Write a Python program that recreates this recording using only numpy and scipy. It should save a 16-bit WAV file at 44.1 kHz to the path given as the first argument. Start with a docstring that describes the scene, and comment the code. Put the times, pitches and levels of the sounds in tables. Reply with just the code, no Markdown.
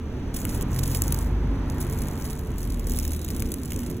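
"""A low outdoor rumble and a hum, then a dry, papery rustle: two tangled dragonflies struggle on
rough concrete, close to a phone's two microphone ports. Their beating wings push the air in a low
flutter, rustle by friction and tick against each other and the ground; their bodies knock on it.
Behind them, distant traffic swells and fades over a faint drone."""
import sys
import numpy as np
from scipy import signal
from scipy.fft import rfft, irfft
from scipy.io import wavfile
from scipy.ndimage import uniform_filter1d

SR = 44100
rng = np.random.default_rng(int(sys.argv[2]) if len(sys.argv) > 2 else 0)


def materialize(psi):
    """Save the field psi as 16-bit PCM at rate SR to the path in sys.argv[1].

    A 1-D psi becomes a single channel; in a 2-D psi each row is a channel.
    """
    bounded = np.clip(np.atleast_2d(psi).T, -1, 1)
    quanta = np.round(bounded * 32767).astype(np.int16)
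    wavfile.write(sys.argv[1], SR, quanta)


N = 176400

# wingbeat: (time [s], beat rate [Hz], level of harmonic 1 [dB], of harmonic 2 [dB], of harmonic 3 [dB])
WINGBEAT = [(0, 35.74, -44, -70, -50), (.48, 37, -37, -62, -50), (.62, 41.2, -34, -36.5, -35.5),
            (.8, 43.42, -29.5, -32, -28), (1.1, 46.72, -30, -33, -36.5), (1.38, 49.76, -24.5, -34.5, -45),
            (1.9, 45.7, -33, -34, -34), (2.15, 45.26, -39, -41, -37.5), (2.48, 44.32, -35, -51, -41.5),
            (2.75, 41.54, -27.5, -50, -41), (3.07, 37.13, -30.5, -38, -66), (3.25, 34.23, -41, -47, -42.5),
            (3.47, 31.77, -32, -26.5, -43), (3.65, 31.69, -67, -52, -40.5)]
# spectrum of wing contact: (frequency [Hz], relative level [dB])
WING_SPECTRUM = [(600, -34), (1500, -6.5), (3000, -3), (4600, -0.5), (6500, 3), (8300, 3), (11000, 5.5),
                 (13500, 1.5), (15000, 6), (15700, -1.5), (16400, -30)]
FLEX_BAND_HZ = 1500  # the membranes bend, so colour varies from touch to touch in bands this far apart


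def undb(db):
    """Decibels to amplitude ratio."""
    return 10 ** (np.asarray(db) / 20)


def unit(x):
    """Normalisation to rms 1."""
    return x / np.sqrt(np.mean(x ** 2))


def curve(table, column=1):
    """Linear interpolation of one column of a time table, sample by sample."""
    rows = np.array(table, float)
    return np.interp(np.arange(N) / SR, rows[:, 0], rows[:, column])


def response(points):
    """Magnitude response at every bin from (frequency [Hz], level [dB]) points."""
    hz, db = np.array(points, float).T
    bin_hz = np.arange(N // 2 + 1) * SR / N
    return undb(np.interp(np.log(bin_hz + 1), np.log(hz), db))


def colour(x, points):
    """Minimum-phase filtering that keeps the power of white noise."""
    cepstrum = irfft(np.log(unit(response(points))), N)
    cepstrum[1:N // 2] *= 2
    cepstrum[N // 2 + 1:] = 0
    return irfft(rfft(x) * np.exp(rfft(cepstrum)), N)


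def drift(rate_hz):
    """Low-pass noise: smooth random motion of rms 1."""
    hold = max(int(SR / rate_hz), 2)
    steps = np.repeat(rng.standard_normal(N // hold + 1), hold)
    return unit(uniform_filter1d(uniform_filter1d(steps, hold), hold)[:N])


def resonance(hz, width_hz):
    """Narrow-band noise: a tone whose amplitude and phase drift."""
    angle = 2 * np.pi * hz * np.arange(N) / SR
    return drift(width_hz) * np.cos(angle) + drift(width_hz) * np.sin(angle)


def distant_noise(spectrum):
    """Partial coherence: far-off noise is alike at both ports in the bass; its mids lean to the right."""
    # incoherent share: (frequency [Hz], side minus mid [dB])
    side_share = [(30, -37), (120, -24), (600, -13), (1400, -9), (3000, -2), (6000, -12)]
    # balance of the ports: (frequency [Hz], left minus right [dB])
    balance = [(50, 0), (260, -2), (550, -4.5), (850, -5), (1300, -1), (2500, 0)]
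    mid, side = (rfft(colour(rng.standard_normal(N), spectrum)) for _ in range(2))
    width, sign = response(side_share), np.array([[1], [-1]])
    pair = (mid + sign * width * side) / np.sqrt(1 + width ** 2)
    return irfft(pair * response(balance) ** (sign / 2), N)


def outdoors():
    """Superposition of independent sources: rumble, traffic, droning resonances and a wavering hum."""
    # spectra of the broadband noises: (frequency [Hz], relative level [dB])
    rumble_spectrum = [(35, -4), (55, 4.5), (100, -1), (190, -3.5), (310, -7.5), (400, -13.5), (520, -18),
                       (680, -25), (1500, -31), (3000, -35.5), (5200, -46), (5900, -38), (7500, -53.5),
                       (15000, -56)]
    traffic_spectrum = [(200, -13.5), (400, 5.5), (700, 1), (950, 4), (1400, -2.5), (2000, -6),
                        (3000, -16.5), (5000, -19), (10000, -67)]
    # resonances of the drone: (frequency [Hz], width [Hz], relative level [dB])
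    drone_modes = [(241.7, 24, -42.5), (270.7, 16, -45), (358.6, 14, -50.5), (439.6, 20, -51)]
    # envelopes of the four sources: (time [s], level [dB])
    hum_envelope = [(0, -40), (.6, -44.5), (1.3, -31.5), (1.9, -36.5), (2.8, -39.5), (3.15, -32),
                    (3.5, -38.5), (3.7, -54)]
    rumble_envelope = [(0, -31), (.8, -30), (1.6, -30), (2.5, -32), (3.2, -30), (3.65, -32.5), (3.85, -31)]
    traffic_envelope = [(0, -52), (.5, -46.5), (1.0, -44), (1.5, -43), (1.9, -43), (2.3, -45.5), (2.7, -52),
                        (3.3, -60)]
    drone_envelope = [(.9, -2.5), (1.7, 3.5), (2.7, -1.5), (2.95, 4), (3.15, -5), (3.5, 4), (3.7, -2),
                      (3.85, 5.5)]
    hum_hz = 75.24 * (1 + .01 * drift(8.04))
    hum = np.sqrt(2) * np.sin(2 * np.pi * np.cumsum(hum_hz) / SR)
    rumble = distant_noise(rumble_spectrum) * undb(curve(rumble_envelope) + drift(9.356))
    traffic = distant_noise(traffic_spectrum) * undb(curve(traffic_envelope) + .5 * drift(7.76))
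    drone = sum(undb(db) * resonance(hz, width) for hz, width, db in drone_modes)
    drone = drone * undb(curve(drone_envelope) + np.array([[-1], [1]]))  # louder on the right
    return rumble + traffic + drone + hum * undb(curve(hum_envelope) + 1.7 * drift(5.93))


def body_knocks():
    """Damped free vibration: a body bumps the concrete and rings, tuned a little differently each time."""
    # bumps: (time [s], level [dB])
    bumps = [(.452, -31.5), (.791, -40), (.836, -41), (.948, -40), (1.0205, -37), (1.124, -37),
             (2.9875, -37), (3.422, -34), (3.541, -39), (3.72, -40)]
    # modes of a knock: (frequency [Hz], relative level [dB])
    modes = [(1150, -2), (1550, 0), (2150, 0), (2900, -2)]
    t60_s, detune = .012, .05
    out = np.zeros(N)
    t = np.arange(SR // 20) / SR
    hz, mode_db = np.array(modes, float).T
    amplitudes = undb(mode_db) * (-1) ** np.arange(len(hz))
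    decay = np.exp(-np.log(1000) * t / t60_s)
    for start, db in bumps:
        tuned_hz = hz * (1 + detune * rng.standard_normal(len(hz)))
        ring = amplitudes @ np.sin(2 * np.pi * np.outer(tuned_hz, t))
        i = int(start * SR)
        out[i:i + len(t)] += (undb(db) * ring * decay)[:N - i]
    return out


def wing_flutter(phase):
    """Periodic displacement of air: the beating wings radiate three low harmonics that waver."""
    out = np.zeros(N)
    for k in (1, 2, 3):
        level_db = curve(WINGBEAT, column=k + 1) + .73 * drift(12)
        out += np.sqrt(2) * undb(level_db) * np.sin(k * phase + .18 * drift(5.47))
    return out


def vein_catches():
    """Shot noise: wing veins catch in dense tiny ticks, each in its own band, a few much larger."""
    ticks_per_band_per_s, spread_db = 1500, 3
    hz, spectrum = np.arange(N // 2 + 1) * SR / N, 0
    for centre in np.arange(FLEX_BAND_HZ, SR / 2, FLEX_BAND_HZ):
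        catches = rng.random(N) < ticks_per_band_per_s / SR
        size = undb(spread_db * np.minimum(rng.exponential(size=N), 5))
        band = np.sqrt(np.maximum(1 - abs(hz - centre) / FLEX_BAND_HZ, 0))
        spectrum = spectrum + band * rfft(catches * size * rng.choice([-1, 1], N))
    return unit(irfft(spectrum, N))


def wing_rubbing(phase):
    """Sliding friction: the wings rub in one flick per up or down stroke, with a resonant scrape."""
    # envelopes of the rustle and the resonant scrape: (time [s], relative level [dB])
    rustle_envelope = [(.332, -77), (.343, -50), (.41, -45.5), (.435, -56), (.49, -50.5), (.55, -46.5),
                       (.595, -57), (.625, -46.5), (.64, -72), (.70, -65), (.715, -54), (.78, -51),
                       (.82, -53.5), (.87, -47.5), (.93, -48), (.96, -39.5), (1.0, -54), (1.05, -46.5),
                       (1.11, -53.5), (1.23, -51.5), (1.35, -72), (1.67, -68), (1.71, -57), (1.795, -53.5),
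                       (1.818, -39.5), (1.85, -52), (2.0, -47), (2.13, -52.5), (2.31, -45.5), (2.36, -53),
                       (2.555, -60.5), (2.58, -48), (2.84, -56), (2.91, -40), (2.96, -45.5), (3.14, -46),
                       (3.21, -50), (3.33, -46.5), (3.44, -49), (3.49, -51.5), (3.68, -52), (3.9, -49.5),
                       (4.0, -59)]
    scrape_envelope = [(2.7, -85), (2.9, -59), (3.2, -55.5), (3.42, -60), (3.55, -85)]
    # sliding between flicks, strong while the wings press together: (time [s], relative level [dB])
    slide_envelope = [(1.05, 0), (1.8, -12)]
    scatter_db, upstroke_db, rustle_gain_db = 3.2, -4, 5.5
    rise, fall = .08, .32  # shares of a stroke
    strokes = phase / np.pi + .2 * drift(40)
    stroke, progress = np.floor(strokes).astype(int), strokes % 1
    scatter = np.clip(rng.standard_normal(N), -2, 1)[stroke]
    force = undb(scatter_db * scatter + upstroke_db * (stroke % 2))
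    flick = np.minimum(progress / rise, 1) * np.exp(-progress / fall)
    friction = unit(force * flick + undb(curve(slide_envelope)) * np.sqrt(force) / 2)
    rustle = vein_catches() * friction * undb(curve(rustle_envelope) + rustle_gain_db)
    scrape = resonance(hz=3870, width_hz=650) * np.sqrt(friction) * undb(curve(scrape_envelope))
    return colour(rustle, WING_SPECTRUM) + scrape


def membrane_burst(envelope, length_s, tilt_db_per_octave):
    """Spectral shaping: a bending membrane tints each noise burst anew; energy is set by the length."""
    pivot_hz, flex_db = 11000, 3
    n = len(envelope)
    bands = np.arange(0, SR / 2, FLEX_BAND_HZ)
    octaves = np.log2(np.clip(bands, FLEX_BAND_HZ, pivot_hz) / pivot_hz)
    band_db = flex_db * rng.standard_normal(len(bands)) + tilt_db_per_octave * octaves
    tint = undb(np.interp(np.arange(n // 2 + 1) * SR / n, bands, band_db))
    burst = envelope * irfft(rfft(rng.standard_normal(n)) * tint, n)
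    return burst * np.sqrt(length_s * SR / np.sum(burst ** 2))


def wing_strikes():
    """Impact excitation: a rasp, then a faint shiver; harder hits are brighter, shorter ones snap more."""
    # wing hits: (time [s], relative level [dB], length [s])
    hits = [(.3412, -34, .007), (.362, -33, .0113), (.4517, -24, .002), (.4917, -33, .003),
            (.6101, -30, .002), (.6242, -31, .0033), (.7617, -32, .0028), (.7882, -30, .0074),
            (.8325, -29, .009), (.8571, -33, .0046), (.8758, -32, .0029), (.9143, -32, .0016),
            (.946, -30.5, .005), (1.0195, -16, .0022), (1.0792, -28, .0033), (1.122, -24, .005),
            (1.144, -27, .0028), (1.1883, -33, .0022), (1.6988, -33, .003), (1.8063, -36, .012),
            (1.8969, -38, .0043), (1.9249, -37, .0046), (1.9874, -37, .0039), (2.018, -33, .0026),
            (2.0705, -38, .002), (2.0836, -34, .0034), (2.2494, -38, .012), (2.3055, -35, .0016),
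            (2.3295, -37, .003), (2.3915, -37, .0026), (2.701, -39, .006), (2.722, -39, .003),
            (2.7425, -37, .0032), (2.7945, -36, .003), (2.8685, -34, .0044), (2.8955, -32, .0038),
            (2.9355, -30, .002), (2.9629, -30, .0023), (2.9873, -25, .0035), (3.0305, -35, .003),
            (3.0505, -29, .002), (3.0773, -32.5, .0028), (3.1177, -32, .003), (3.1327, -31, .002),
            (3.1475, -35, .002), (3.2468, -30, .0023), (3.2863, -34, .0036), (3.3034, -31, .002),
            (3.402, -32, .002), (3.4214, -29, .0037), (3.4555, -38, .003), (3.5176, -28, .0039),
            (3.5403, -28, .0022), (3.6328, -37, .003), (3.6559, -35, .0036), (3.7039, -34, .0044),
            (3.7193, -30, .0033), (3.7313, -34, .0042), (3.7608, -33, .0035), (3.791, -34, .0029),
            (3.9115, -38, .003)]
    attack_s, shiver_s, shiver_db = .0006, .005, -18
    rasp_db, bright_above_db = -.8, -30
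    snap_db, reference_length_s = 12.5, .0017
    out = np.zeros(N)
    t = np.arange(SR // 20) / SR
    shiver = undb(shiver_db) * np.exp(-t / shiver_s)
    for start, db, length in hits:
        fade = np.exp(-np.maximum(t - .6 * length, 0) / (.35 * length))  # hold, then release
        envelope = np.minimum(t / attack_s, 1) * np.maximum(fade, shiver)
        rasp = membrane_burst(envelope, length, tilt_db_per_octave=.55 * max(db - bright_above_db, 0))
        i = int(start * SR)
        out[i:i + len(t)] += undb(db + rasp_db) * rasp[:N - i]
        out[i + int(attack_s * SR)] += undb(db + snap_db) * reference_length_s / length
    return colour(out, WING_SPECTRUM)


def port_delay(pair):
    """Arrival-time difference: the treble reaches the right port a fraction of a millisecond late."""
    # lag of the right port: (frequency [Hz], phase [rad])
    phase_lag = [(0, 0), (1400, 0), (3300, .8), (4900, 3.14), (6500, 5.8), (7400, 6.6), (9050, 9.42),
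                 (15300, 18.8), (17000, 19)]
    hz, lag = np.array(phase_lag).T
    shift = np.exp(-1j * np.interp(np.arange(N // 2 + 1) * SR / N, hz, lag))
    return np.array([pair[0], irfft(rfft(pair[1]) * shift, N)])


def scene():
    """Common excitation: one wingbeat drives both flutter and rustle, in front of the outdoor noise."""
    phase = 2 * np.pi * np.cumsum(curve(WINGBEAT)) / SR
    turn_db = 1.8  # as the wings turn, each port catches them a little differently
    turning = undb(turn_db * drift(200) * np.array([[1], [-1]]))
    flutter = wing_flutter(phase)
    contacts = wing_rubbing(phase) + wing_strikes() + body_knocks()
    return port_delay(flutter + turning * contacts + outdoors())


def record(dry):
    """Band limiting: the phone's steep low-pass filter cuts the top of the treble."""
    cutoff_hz = 16400
    return signal.sosfilt(signal.ellip(10, .2, 80, cutoff_hz, fs=SR, output="sos"), dry)


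dry = scene()
out = record(dry)
materialize(out)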